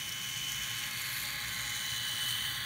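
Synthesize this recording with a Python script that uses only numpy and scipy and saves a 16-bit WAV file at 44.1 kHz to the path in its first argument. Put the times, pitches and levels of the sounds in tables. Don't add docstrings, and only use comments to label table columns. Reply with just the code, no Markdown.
import sys
import numpy as np
from scipy import signal
from scipy.fft import rfft, irfft, next_fast_len
from scipy.io import wavfile
from scipy.ndimage import map_coordinates

SR = 44100
rng = np.random.default_rng(int(sys.argv[2]) if len(sys.argv) > 2 else 0)


def convert_level_to_amplitude(level_db):
    exponent = np.asarray(level_db, float) / 20
    return 10 ** exponent


def transcribe(signal):
    frames = np.atleast_2d(signal).T
    limited = np.clip(frames, -1, 1)
    pcm = np.round(limited * 32767).astype(np.int16)
    wavfile.write(sys.argv[1], SR, pcm)


N = 116865
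TIME = np.arange(N) / SR


def unit(x):
    return x / np.sqrt(np.mean(x ** 2) + 1e-20)


def noise():
    return rng.standard_normal(N)


def curves(rows):
    seconds, *columns = np.transpose(rows)
    return [np.interp(TIME, seconds, column) for column in columns]


def wobble(rate):
    knots = rng.standard_normal(int(N * rate / SR) + 4)
    return map_coordinates(knots, [TIME * rate])


def filtered(x, response):
    size = next_fast_len(N + 8192)
    hz = np.fft.rfftfreq(size, 1 / SR)
    return irfft(rfft(x, size) * response(hz), size)[:N]


def band(hz, width_hz):
    def response(f):
        once = 1j * f * width_hz / (hz * hz - f * f + 1j * f * width_hz)
        return once ** 2
    return response


def facing(levels_db, drift_db):
    facing_s = [
        .55,
        1.14,
        1.75,
        2.5,
    ]
    return convert_level_to_amplitude(np.interp(TIME, facing_s, levels_db) + drift_db * wobble(5.15))


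def body(push, modes, widths_hz, drift_db, own_db):
    total = np.zeros(N)
    sign = 1
    for (hz, *levels_db), width_hz in zip(modes, widths_hz):
        shaken = push * convert_level_to_amplitude(own_db * wobble(90))
        ring = unit(filtered(shaken, band(hz, width_hz)))
        total += sign * facing(levels_db, drift_db) * ring
        sign = -sign
    return total


def tone(hz, fuzz, flutter_db):
    phase = 2 * np.pi * hz * TIME + fuzz * wobble(29.47)
    return np.sqrt(2) * convert_level_to_amplitude(flutter_db * wobble(25.2)) * np.sin(phase)


def motor(knocks):
    # frequency in Hz, phase wander in radians.
    tones = [(1073, .2), (1536, .4), (1683, .6), (1982, 1.1), (2147, .5), (3992, 1.2), (4584, .6),
             (5908, .5), (6054, .6), (6517, .4), (6751, 1), (15208, .4)]
    # level in dB at nose, flank, rear, coach.
    tone_db = [(-58, -57, -58.5, -57.5), (-64, -59.5, -57, -57.5), (-55.5, -53, -54.5, -51.5),
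               (-68, -71, -71, -53.5), (-51, -49.5, -52, -79), (-70, -56, -51, -57),
               (-59, -51.5, -57.5, -52.5), (-54, -64, -60.5, -67), (-60, -67, -74, -73),
               (-53, -62, -59, -63.5), (-60, -71, -70, -83), (-64, -63, -58, -63)]
    # frequency in Hz,
    # level in dB at nose, flank, rear, coach.
    shell = [(586, -73.5, -66.5, -68, -69), (831.2, -66, -62.5, -61, -62), (1192, -60, -54.5, -57.5, -55.5),
             (1610, -51.5, -52, -54.5, -50.5), (1988, -52, -46, -46, -47.5), (2455, -48.5, -49, -57.5, -60),
             (3350, -50.5, -47, -50.5, -45), (3800, -53, -55, -54, -51.5), (4430, -52, -44.5, -54, -49)]
    shell_width_hz = [59, 34.8, 540, 378, 383, 540, 650, 556, 627]
    lines = np.zeros(N)
    for (hz, fuzz), levels_db in zip(tones, tone_db):
        note = tone(hz, fuzz, flutter_db=2.38 * fuzz)
        lines += facing(levels_db, drift_db=2.0 * fuzz) * note
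    push = noise() + 1.68 * knocks
    hum = body(push, shell, shell_width_hz, drift_db=0.03, own_db=1.0)
    return lines + filtered(hum, lambda f: 1 / np.sqrt(1 + (f / 4630) ** 60))


def whine():
    # time in seconds, level in dB, partner's level over the note in dB.
    whine_levels = [(0, -47, -17), (.26, -44, -9), (.45, -43.5, -5), (.6, -43.5, -13), (.76, -44.5, -4),
                    (.91, -52, -6), (1.1, -52.5, -3), (1.3, -62, 4), (1.6, -51.5, -1), (1.9, -44, -7),
                    (2.1, -41.5, -15), (2.3, -41, -4), (2.48, -43, -4), (2.65, -52, -11)]
    level_db, partner_db = curves(whine_levels)
    note = tone(3005.3, fuzz=.18, flutter_db=.6)
    partner = convert_level_to_amplitude(partner_db + 1.5 * wobble(6)) * tone(3075, fuzz=.45, flutter_db=1.8)
    skirt = convert_level_to_amplitude(-3) * unit(filtered(noise(), band(3035, width_hz=370)))
    return convert_level_to_amplitude(level_db) * (note + partner + skirt)


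def gears(once, twice, knocks):
    # time in seconds, level in dB.
    gear_load = [(0, -0.5), (.1, -1.5), (.2, -1), (.6, 0.5), (.9, -1), (1.2, 0), (1.35, -3), (1.45, 0),
                 (1.95, 0.5), (2.1, 0), (2.3, 1.5), (2.45, -1), (2.65, -5)]
    # frequency in Hz, level in dB at nose, flank, rear, coach.
    trucks = [(4040, -80, -51.5, -46.5, -49.5), (5235, -54.5, -57, -59.5, -63),
              (5940, -51.5, -55.5, -54.5, -54.5), (6440, -51.5, -57.5, -52, -55),
              (7026, -54.5, -51.5, -52, -57.5), (7960, -56, -56.5, -60.5, -55),
              (8750, -56.5, -54.5, -53, -52), (9530, -54, -56, -56, -50.5), (11100, -60, -50.5, -60, -57),
              (12300, -59, -53.5, -54.5, -56.5), (13460, -56.5, -49.5, -60, -52),
              (14100, -58, -55, -58, -55), (15100, -59, -56, -61, -52), (15800, -59, -62, -61, -56)]
    truck_width_hz = [403, 804, 625, 580, 540, 805, 540, 1140, 1100, 1300, 1000, 1300, 1110, 1100]
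    shaft_hz = 111.5 * (1 + 0.0087 * wobble(4.1))
    turn = 2 * np.pi * np.cumsum(shaft_hz) / SR
    pulse = np.exp(0.7 * (once * np.cos(turn) + twice * np.cos(2 * turn + 1)))
    grit = convert_level_to_amplitude(0.6 * wobble(400) + 0.77 * wobble(70) + 0.41 * wobble(15))
    push = pulse * grit * (noise() + 2.6 * knocks)
    load_db, = curves(gear_load)
    return convert_level_to_amplitude(load_db) * body(push, trucks, truck_width_hz, drift_db=0.85, own_db=1.0)


def chatter():
    knocks_per_s, spread_db = 180, 12.5
    happens = rng.random(N) < knocks_per_s / SR
    return -happens.astype(float) * convert_level_to_amplitude(rng.uniform(0, spread_db, N))


def blows(rows, trim_db, crack, t60):
    out = np.zeros(N + SR)
    t = np.arange(1000) / SR
    shape = convert_level_to_amplitude(-60 * t / t60) * (1 - np.exp(-t / 0.00065))
    for start_s, peak_db, hz in rows:
        ring = np.sin(2 * np.pi * hz * t)
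        bright_noise = np.diff(rng.standard_normal(len(t) + 1))
        snap = crack * convert_level_to_amplitude(-60 * t / .008) * bright_noise
        start = round(start_s * SR)
        out[start:start + len(t)] += convert_level_to_amplitude(peak_db + trim_db) * shape * (ring + snap)
    return out[:N]


def wheels():
    # start in seconds, peak in dB, ring frequency in Hz.
    joints = [(0.0922, -13, 5600), (0.1244, -16.5, 5500), (0.5196, -13, 6600), (0.5944, -36, 6520),
              (0.634, -13, 6460), (0.6724, -26, 6640), (0.8378, -14.5, 5900), (1.0177, -13, 7040),
              (1.0944, -27, 6960), (1.123, -21, 11200), (1.204, -16, 13200), (1.2206, -17, 7100),
              (1.2494, -38, 13000), (1.3035, -18, 6950), (1.414, -20, 8590), (1.4835, -28, 6760),
              (1.546, -18, 8750), (1.6641, -23, 6300), (1.8622, -18, 6100), (1.9794, -22, 6270),
              (2.0494, -38, 6740), (2.2194, -20, 8400), (2.3354, -25, 8940), (2.5174, -30, 13200)]
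    # start in seconds, peak in dB, ring frequency in Hz.
    dull_knocks = [
        (.838, -22, 2930),
        (1.123, -28, 3420),
        (1.168, -26, 3800),
        (1.25, -23, 3600),
        (1.423, -23, 3900),
        (1.595, -31, 4100),
        (2.385, -19.5, 3100),
    ]
    ticks = blows(joints, trim_db=-8.5, crack=0.96, t60=0.0066)
    return ticks + blows(dull_knocks, trim_db=2.5, crack=.1, t60=0.0074)


def room():
    # frequency in Hz, level in dB per Hz.
    rumble_colour = [(25, -44), (62, -2.5), (80, -16.5), (117, 1), (160, -7.5), (300, -17.5), (560, -26.5),
                     (900, -21)]
    colour_hz, colour_db = np.transpose(rumble_colour)

    def colour(hz):
        return convert_level_to_amplitude(np.interp(np.log(hz + 1), np.log(colour_hz), colour_db)) * (hz < 1300)

    rumble = convert_level_to_amplitude(-51) * unit(filtered(noise(), colour))
    hiss = convert_level_to_amplitude(-62) * np.diff(rng.standard_normal(N + 1))
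    return rumble + hiss


def scene():
    # time in seconds, nearness in dB,
    # gear pulsing once a turn (0 to 1), gear pulsing twice a turn (0 to 1).
    passing = [(0, -2.5, 0, .1), (.3, -2, 0.2, 0.1), (.7, 0, 0.5, 0), (1, -0.5, 0.04, .3),
               (1.25, -0.5, 0.4, 0.62), (1.4, 0.5, 0.47, 0), (1.7, 1, 0.5, 0.17), (2, 0.5, 0.54, 0),
               (2.25, 0.5, 0.03, 0.45), (2.5, 0.5, .2, .4), (2.65, 0.5, 0, 0)]
    near_db, once, twice = curves(passing)
    knocks = chatter()
    train = convert_level_to_amplitude(near_db) * motor(knocks) + whine() + gears(once, twice, knocks)
    return (train + wheels() + room())[None]


def band_limit(x):
    return signal.sosfilt(signal.butter(12, 16670, fs=SR, output="sos"), x)


def record(dry):
    mix = filtered(dry[0], lambda f: f < 15745)[None]
    return band_limit(mix)


dry = scene()
out = record(dry)
transcribe(out)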